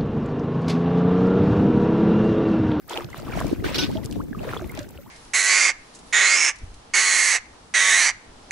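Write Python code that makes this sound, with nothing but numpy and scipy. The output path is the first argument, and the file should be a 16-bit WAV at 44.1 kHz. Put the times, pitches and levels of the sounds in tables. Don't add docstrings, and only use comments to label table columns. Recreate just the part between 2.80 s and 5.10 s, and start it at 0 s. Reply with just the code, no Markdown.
import sys
import numpy as np
from scipy import signal
from scipy.fft import rfft, irfft, next_fast_len
from scipy.io import wavfile
from scipy.ndimage import uniform_filter1d, map_coordinates

SR = 44100
rng = np.random.default_rng(int(sys.argv[2]) if len(sys.argv) > 2 else 0)


def dump(signal):
    limited = np.clip(np.atleast_2d(signal).T, -1, 1)
    pcm = np.round(limited * 32767).astype(np.int16)
    wavfile.write(sys.argv[1], SR, pcm)


def natural_amplitude(level_db):
    exponent = np.asarray(level_db, float) / 20
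    return 10 ** exponent


N = 101430
TIME = np.arange(N) / SR

# (frequency [Hz], density [dB per Hz])
HISS_COLOUR = [(500, -8), (1000, -12), (2500, -12.5), (6000, -4), (10000, -9.5), (12000, 0), (15800, -5)]
# (frequency [Hz], correlation [0-1])
PORT_LIKENESS = [(400, 1), (1500, 0.54), (4000, 0.26), (8000, 0.32), (15000, 0.01)]
# (time [s], level [dB])
GUSTS = [(0, -50.5), (.1, -50.5), (.25, -36), (.33, -43.5), (.47, -35), (.63, -27), (.77, -32.5),
         (.87, -26), (.94, -34), (1.02, -28), (1.1, -29.5), (1.25, -31.5), (1.38, -28), (1.47, -37),
         (1.6, -34), (1.85, -36), (2.0, -37.5), (2.3, -50.5)]
# (frequency [Hz], density [dB per Hz])
RUMBLE_COLOUR = [(20, -6.5), (55, 4.5), (130, 2), (300, -0.5), (450, -8.5), (800, -24), (1500, -43)]
# (time [s], level [dB])
MOAN_LEVEL = [(.8, -54), (1.01, -27), (1.08, -38), (1.14, -31), (1.3, -41), (1.4, -35), (1.65, -51)]
# (time [s], peak level [dB], frequency [Hz], left-right difference [dB])
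THUMPS = [(0.561, -20.5, 177, 9.5), (0.621, -35, 65.4, 12), (0.713, -18.5, 370, -14), (0.727, -8, 304, 1),
          (0.843, -13.5, 390, -2), (0.862, -14.5, 315, 0), (0.983, -16.5, 323, 3.5), (1.151, -18, 306, -10),
          (1.34, -29, 295, -2), (1.359, -29.5, 125, -4), (1.509, -28.5, 244, -21.5), (1.569, -23, 176.4, 1),
          (1.987, -21.5, 296, -6), (.242, -29, 125, 2), (0.379, -30, 135, -8), (0.621, -35, 65.3, 13),
          (0.692, -31, 136, 15), (1.006, -32, 110.5, -20.5), (1.199, -33, 151, 3), (1.696, -25.5, 119, 2),
          (2.0, -32.5, 110, 13), (2.158, -35, 72.6, 6)]
# (time [s], peak level [dB], centre frequency [Hz])
DROPLETS = [(0.0793, -27, 12600), (0.0951, -16.5, 6600), (0.244, -21, 3670), (0.3016, -30, 5170),
            (0.377, -23, 11400), (0.399, -26.5, 5000), (0.6024, -19, 7600), (0.6668, -21, 5600),
            (0.985, -15, 9000), (0.679, -26, 9000), (0.191, -28, 11000), (1.25, -20.5, 6900),
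            (1.311, -21.5, 4580), (1.3248, -24, 6540), (1.8746, -28, 11800), (1.893, -25, 14000),
            (1.915, -23, 11800), (1.95, -24.5, 7240), (1.9735, -22, 4210), (1.9907, -16.5, 4840),
            (2.0893, -29, 6300), (0.157, -22, 4000), (1.109, -38, 11000), (1.114, -24.5, 4540),
            (1.243, -26, 10000), (1.258, -17, 5960), (1.329, -29, 9100), (1.345, -41, 6000),
            (1.36, -39, 8000), (1.439, -33, 10000), (1.733, -44, 6000), (1.766, -52, 6000),
            (1.858, -31, 12700), (2.03, -28, 4500), (2.107, -28, 12700)]
# (time [s], peak level [dB], frequency [Hz], life [cycles])
EARLY_BUBBLES = [(.082, -45.5, 1230, 34), (0.102, -38, 342.5, 130), (0.133, -26.5, 3260, 10.5),
                 (.166, -26.5, 785, 6.8), (0.175, -14.5, 2960, 4.5), (.33, -34.5, 2034, 20),
                 (.345, -23.5, 1215, 1.85), (.526, -30, 2320, 9.7), (0.535, -28, 1280, 12),
                 (0.574, -17.5, 688, 4), (.591, -32, 2160, 12), (.613, -19.5, 1044, 5),
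                 (0.645, -22, 613, 3.2), (0.731, -19.5, 534, 2.9), (0.843, -26, 1410, 6.7),
                 (.914, -26.5, 534, 2.7), (0.986, -25.5, 2840, 53), (0.99, -34.5, 1474, 140),
                 (0.992, -25.5, 3770, 91), (1.02, -26.5, 286.5, 18), (1.155, -30, 629, 29),
                 (1.171, -31.5, 3170, 12), (1.176, -35.5, 854, 21), (1.53, -33, 1640, 11.5),
                 (1.548, -33, 1197, 17.5), (1.593, -36.5, 2700, 11), (1.608, -29.5, 607, 17),
                 (.104, -39, 764, 8), (0.127, -30, 960, 8), (.16, -31, 400, 8.8), (0.098, -34, 3050, 8.8),
                 (.142, -25.5, 3440, 6.4), (.498, -32, 470, 6.5), (.555, -30.5, 910, 6.5),
                 (.656, -23.5, 326, 4.1), (.825, -28.5, 390, 4.8), (0.845, -35, 1500, 58),
                 (1.033, -29, 3565, 99), (0.994, -28.5, 5590, 150)]
# (time [s], peak level [dB], frequency [Hz], life [cycles])
LATER_BUBBLES = [(1.635, -27.5, 630, 4.8), (1.668, -32.5, 618, 31), (1.676, -28, 496, 11),
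                 (1.735, -19.5, 1320, 4.5), (1.766, -23, 1070, 4.5), (1.772, -31.5, 3350, 27),
                 (1.795, -31, 1290, 5.1), (1.814, -33, 347, 29), (1.896, -36, 2100, 31),
                 (2.005, -35.5, 578, 26.5), (2.176, -37.5, 2760, 7.2), (2.186, -41, 553, 15),
                 (2.292, -45.5, 1040, 13), (1.091, -30, 460, 2.7), (1.359, -30, 636, 2.1),
                 (1.429, -52, 820, 18), (1.439, -48, 482, 4.2), (1.234, -44, 1970, 21),
                 (1.326, -33, 3000, 6.1), (1.695, -30, 483, 3.5), (1.728, -29, 1330, 5.3),
                 (1.765, -28.5, 450, 4.7), (1.82, -32, 620, 9.8), (1.945, -60, 1180, 6.7),
                 (1.975, -31.5, 2290, 12), (2.185, -49, 1360, 17), (2.232, -50.5, 2150, 11)]
# (time [s], peak level [dB], frequency [Hz], life [cycles])
SURFACE_BURSTS = [(0.23, -49.5, 830, 28), (1.4, -32, 900, 20.5), (1.1, -35.5, 730, 17),
                  (0.16, -41, 780, 27), (.215, -43, 860, 35), (1.92, -59, 950, 14), (2.261, -45.5, 780, 20),
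                  (0.52, -36, 1300, 11), (1.69, -30.5, 1400, 10)]
# (time [s], hold [s], level [dB], typical drop frequency [Hz])
SPRAY_SHEETS = [(0.089, 0.049, -45, 3540), (0.569, 0.17, -53, 5000), (0.839, 0.12, -42, 2780),
                (0.944, 0.018, -26, 4130), (0.981, 0.015, -25.5, 3875), (1.001, 0.029, -29, 4520),
                (1.025, 0.016, -29, 3510), (1.05, 0.018, -39, 3670), (1.086, 0.088, -51.5, 4110),
                (1.23, 0.028, -53, 3960), (1.318, 0.038, -53.5, 3400), (1.95, 0.051, -50, 2570)]
# (frequency [Hz], density [dB per Hz])
FIZZ_COLOUR = [(700, 2.5), (2000, 3), (3000, 5.5), (5800, 3.5), (6600, -5), (9000, -13), (13000, -8),
               (16000, -18.5)]
# (time [s], level [dB])
STROKE_EFFORT = [(.06, -62.5), (.11, -33.5), (.2, -33.5), (.27, -53), (.38, -42), (.46, -43), (.59, -35.5),
                 (.833, -52), (.843, -31.5), (1.17, -47), (1.47, -57.5), (1.57, -54.5), (1.63, -40),
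                 (1.74, -36.5), (1.88, -50.5), (1.98, -40.5), (2.08, -52.5), (2.3, -58.5)]
# (frequency [Hz], density [dB per Hz])
WASH_COLOUR = [(250, -57), (350, -5.5), (700, -13.5), (1500, -6.5), (3200, -11), (6000, -20.5),
               (12500, -26.5), (16000, -22)]


def unit(x):
    return x / np.sqrt(np.mean(x ** 2) + 1e-20)


def along(points, hz):
    f, value = np.transpose(points)
    return np.interp(np.log(hz + 1), np.log(f + 1), value)


def curve(points):
    s, value = np.transpose(points)
    return np.interp(TIME, s, value)


def wobble(rate):
    knots = rng.standard_normal((2, 400))
    return np.array([map_coordinates(k, [TIME * rate]) for k in knots])


def filtered(x, response):
    m = next_fast_len(N + 8192)
    return irfft(rfft(x, m) * response(np.fft.rfftfreq(m, 1 / SR)), m)[..., :N]


def noise(spectrum, patchy_db=3.5):
    z = signal.stft(rng.standard_normal((2, N)), nperseg=256)[2]
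    patches = uniform_filter1d(rng.standard_normal(z.shape[1:]), size=5, axis=0)
    patches = uniform_filter1d(patches, size=5, axis=1)
    pair = signal.istft(z * natural_amplitude(patchy_db * unit(patches)), nperseg=256)[1][:, :N]
    return unit(filtered(pair, lambda hz: natural_amplitude(along(spectrum, hz))))


def ports(pair):
    def mid_side(hz):
        turn = np.arccos(np.clip(along(PORT_LIKENESS, hz), -1, 1)) / 2
        return np.array([np.cos(turn), np.sin(turn)])
    mid, side = filtered(pair, mid_side)
    return np.array([mid + side, mid - side])


def blips(s, gain, hz, cycles, rise, soft, size):
    t = np.arange(size) / SR
    life = (cycles / hz)[:, None]
    u = t / life
    phase = 2 * np.pi * hz[:, None] * (t + rise[:, None] * life * u * u / 2)
    envelope = np.exp(-2 * u * u - u) * (1 - np.exp(-u / soft))
    wave = gain[:, None] * np.sin(phase) * envelope
    at = np.round(s * SR).astype(int)[:, None] + np.arange(size)
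    return np.bincount(at.ravel(), wave.ravel(), N + size)[:N]


def swarm(typical_hz, rate, cycles, spread, size_db, size):
    pair = []
    for _ in range(2):
        u, g = rng.random((12000, 3)), rng.standard_normal((12000, 2))
        s = np.cumsum(-np.log(u[:, 0] + 1e-9)) / rate
        keep = s < N / SR - 0.001
        s, u, g = s[keep], u[keep], g[keep]
        hz = typical_hz[(s * SR).astype(int)] * np.exp(spread * g[:, 0])
        hz = np.clip(hz, 340, 15000)
        life = np.minimum(cycles * np.exp(0.4 * g[:, 1]), hz * size / SR / 1.5)
        gain = natural_amplitude(-size_db * np.log(u[:, 1] + 0.02))
        pair.append(blips(s, gain, hz, life, rise=0.07 * u[:, 2], soft=0.08, size=size))
    return unit(np.array(pair))


def hiss():
    return natural_amplitude(-58 + wobble(10.7)[0]) * noise(HISS_COLOUR, patchy_db=4.0)


def buffeting():
    left_db = 2.5
    opposed = 0.084
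    lumps = natural_amplitude(3 * wobble(60))
    port_db = np.array([[left_db], [-left_db]]) / 2
    rumble = natural_amplitude(curve(GUSTS) + port_db) * unit(lumps * noise(RUMBLE_COLOUR, patchy_db=1.0))
    return rumble - opposed * rumble[::-1]


def moan():
    centre_hz, width_hz = 267, 47
    hum = filtered(rng.standard_normal(N), lambda hz: np.exp(-((hz - centre_hz) / width_hz) ** 2))
    return natural_amplitude(curve(MOAN_LEVEL)) * unit(hum) * np.array([[1], [-1]])


def thumps():
    lag_s, cycles, lift_db = 0.00081, 3.6, 5.5
    s, db, hz, pan_db = np.transpose(THUMPS)
    pair = []
    for side in (0.5, -0.5):
        gain = natural_amplitude(db + lift_db + side * pan_db)
        pair.append(blips(s - side * lag_s, gain, hz, cycles + 0 * s, rise=0 * s, soft=0.34, size=4000))
    return np.array(pair)


def wind():
    return buffeting() + moan() + thumps()


def spits():
    lift_db, width_octaves, t60_s, attack_s = -8.5, 0.93, 0.013, 0.0009
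    size = 2048
    t = np.arange(size) / SR
    hz = np.fft.rfftfreq(size, 1 / SR) + 1
    out = np.zeros((2, N + size))
    for s, db, centre_hz in DROPLETS:
        colour = np.exp(-(np.log2(hz / centre_hz) / width_octaves) ** 2)
        puff = unit(irfft(rfft(rng.standard_normal((2, size))) * colour))
        envelope = natural_amplitude(db + lift_db - 60 * t / t60_s) * (1 - np.exp(-t / attack_s))
        start = round(s * SR)
        out[:, start:start + size] += envelope * puff
    return ports(out[:, :N])


def bubbles():
    s, db, hz, cycles = np.transpose(np.vstack([EARLY_BUBBLES, LATER_BUBBLES, SURFACE_BURSTS]))
    submerged = len(EARLY_BUBBLES) + len(LATER_BUBBLES)
    rise = np.r_[np.full(submerged, 0.046), np.full(len(SURFACE_BURSTS), 1.0)]
    lag = 0.085 * rng.standard_normal(len(s)) / hz
    pair = [blips(s + side * lag, natural_amplitude(db + 4), hz, cycles, rise, soft=0.049, size=7000) for side in (-1, 1)]
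    return np.array(pair)


def spray():
    attack_s, t60_s = 0.00083, 0.093
    mist_hz = 6300
    sheets = []
    for s, hold, db, _ in SPRAY_SHEETS:
        decay_db = 60 * np.clip(TIME - s - hold, 0, 2) / t60_s
        sheets.append(natural_amplitude(db - decay_db) * np.clip((TIME - s) / attack_s, 0, 1))
    sheets = np.array(sheets)
    drop_hz = np.array(SPRAY_SHEETS)[sheets.argmax(axis=0), 3]
    drops = swarm(drop_hz, rate=3000, cycles=49, spread=0.334, size_db=2, size=600)
    drops = filtered(drops, lambda hz: 1 / (1 + (hz / mist_hz) ** 20))
    flutter = natural_amplitude(0.82 * wobble(69.55)[0])
    return sheets.max(axis=0) * flutter * ports(drops + natural_amplitude(-3) * noise(FIZZ_COLOUR))


def churn():
    gurgle = swarm(964 + 0 * TIME, rate=500, cycles=6.7, spread=0.706, size_db=4, size=900)
    wash = noise(WASH_COLOUR) * natural_amplitude(3 * wobble(40)[0])
    crackle = swarm(5000 + 0 * TIME, rate=670, cycles=2.7, spread=0.54, size_db=5.9, size=100)
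    return natural_amplitude(curve(STROKE_EFFORT)) * ports(gurgle + natural_amplitude(-16) * crackle + natural_amplitude(-5.5) * wash)


def scene():
    return hiss() + wind() + spits() + bubbles() + spray() + churn()


def roll_off(x):
    return signal.sosfilt(signal.butter(12, 16790, fs=SR, output="sos"), x)


def record(dry):
    fade_s, fade_db, top_hz = 0.065, -5.5, 15720
    fade = natural_amplitude(fade_db * np.clip(1 - TIME / fade_s, 0, 1))
    mix = filtered(dry * fade, lambda hz: hz < top_hz)
    return roll_off(mix)


dry = scene()
out = record(dry)
dump(out)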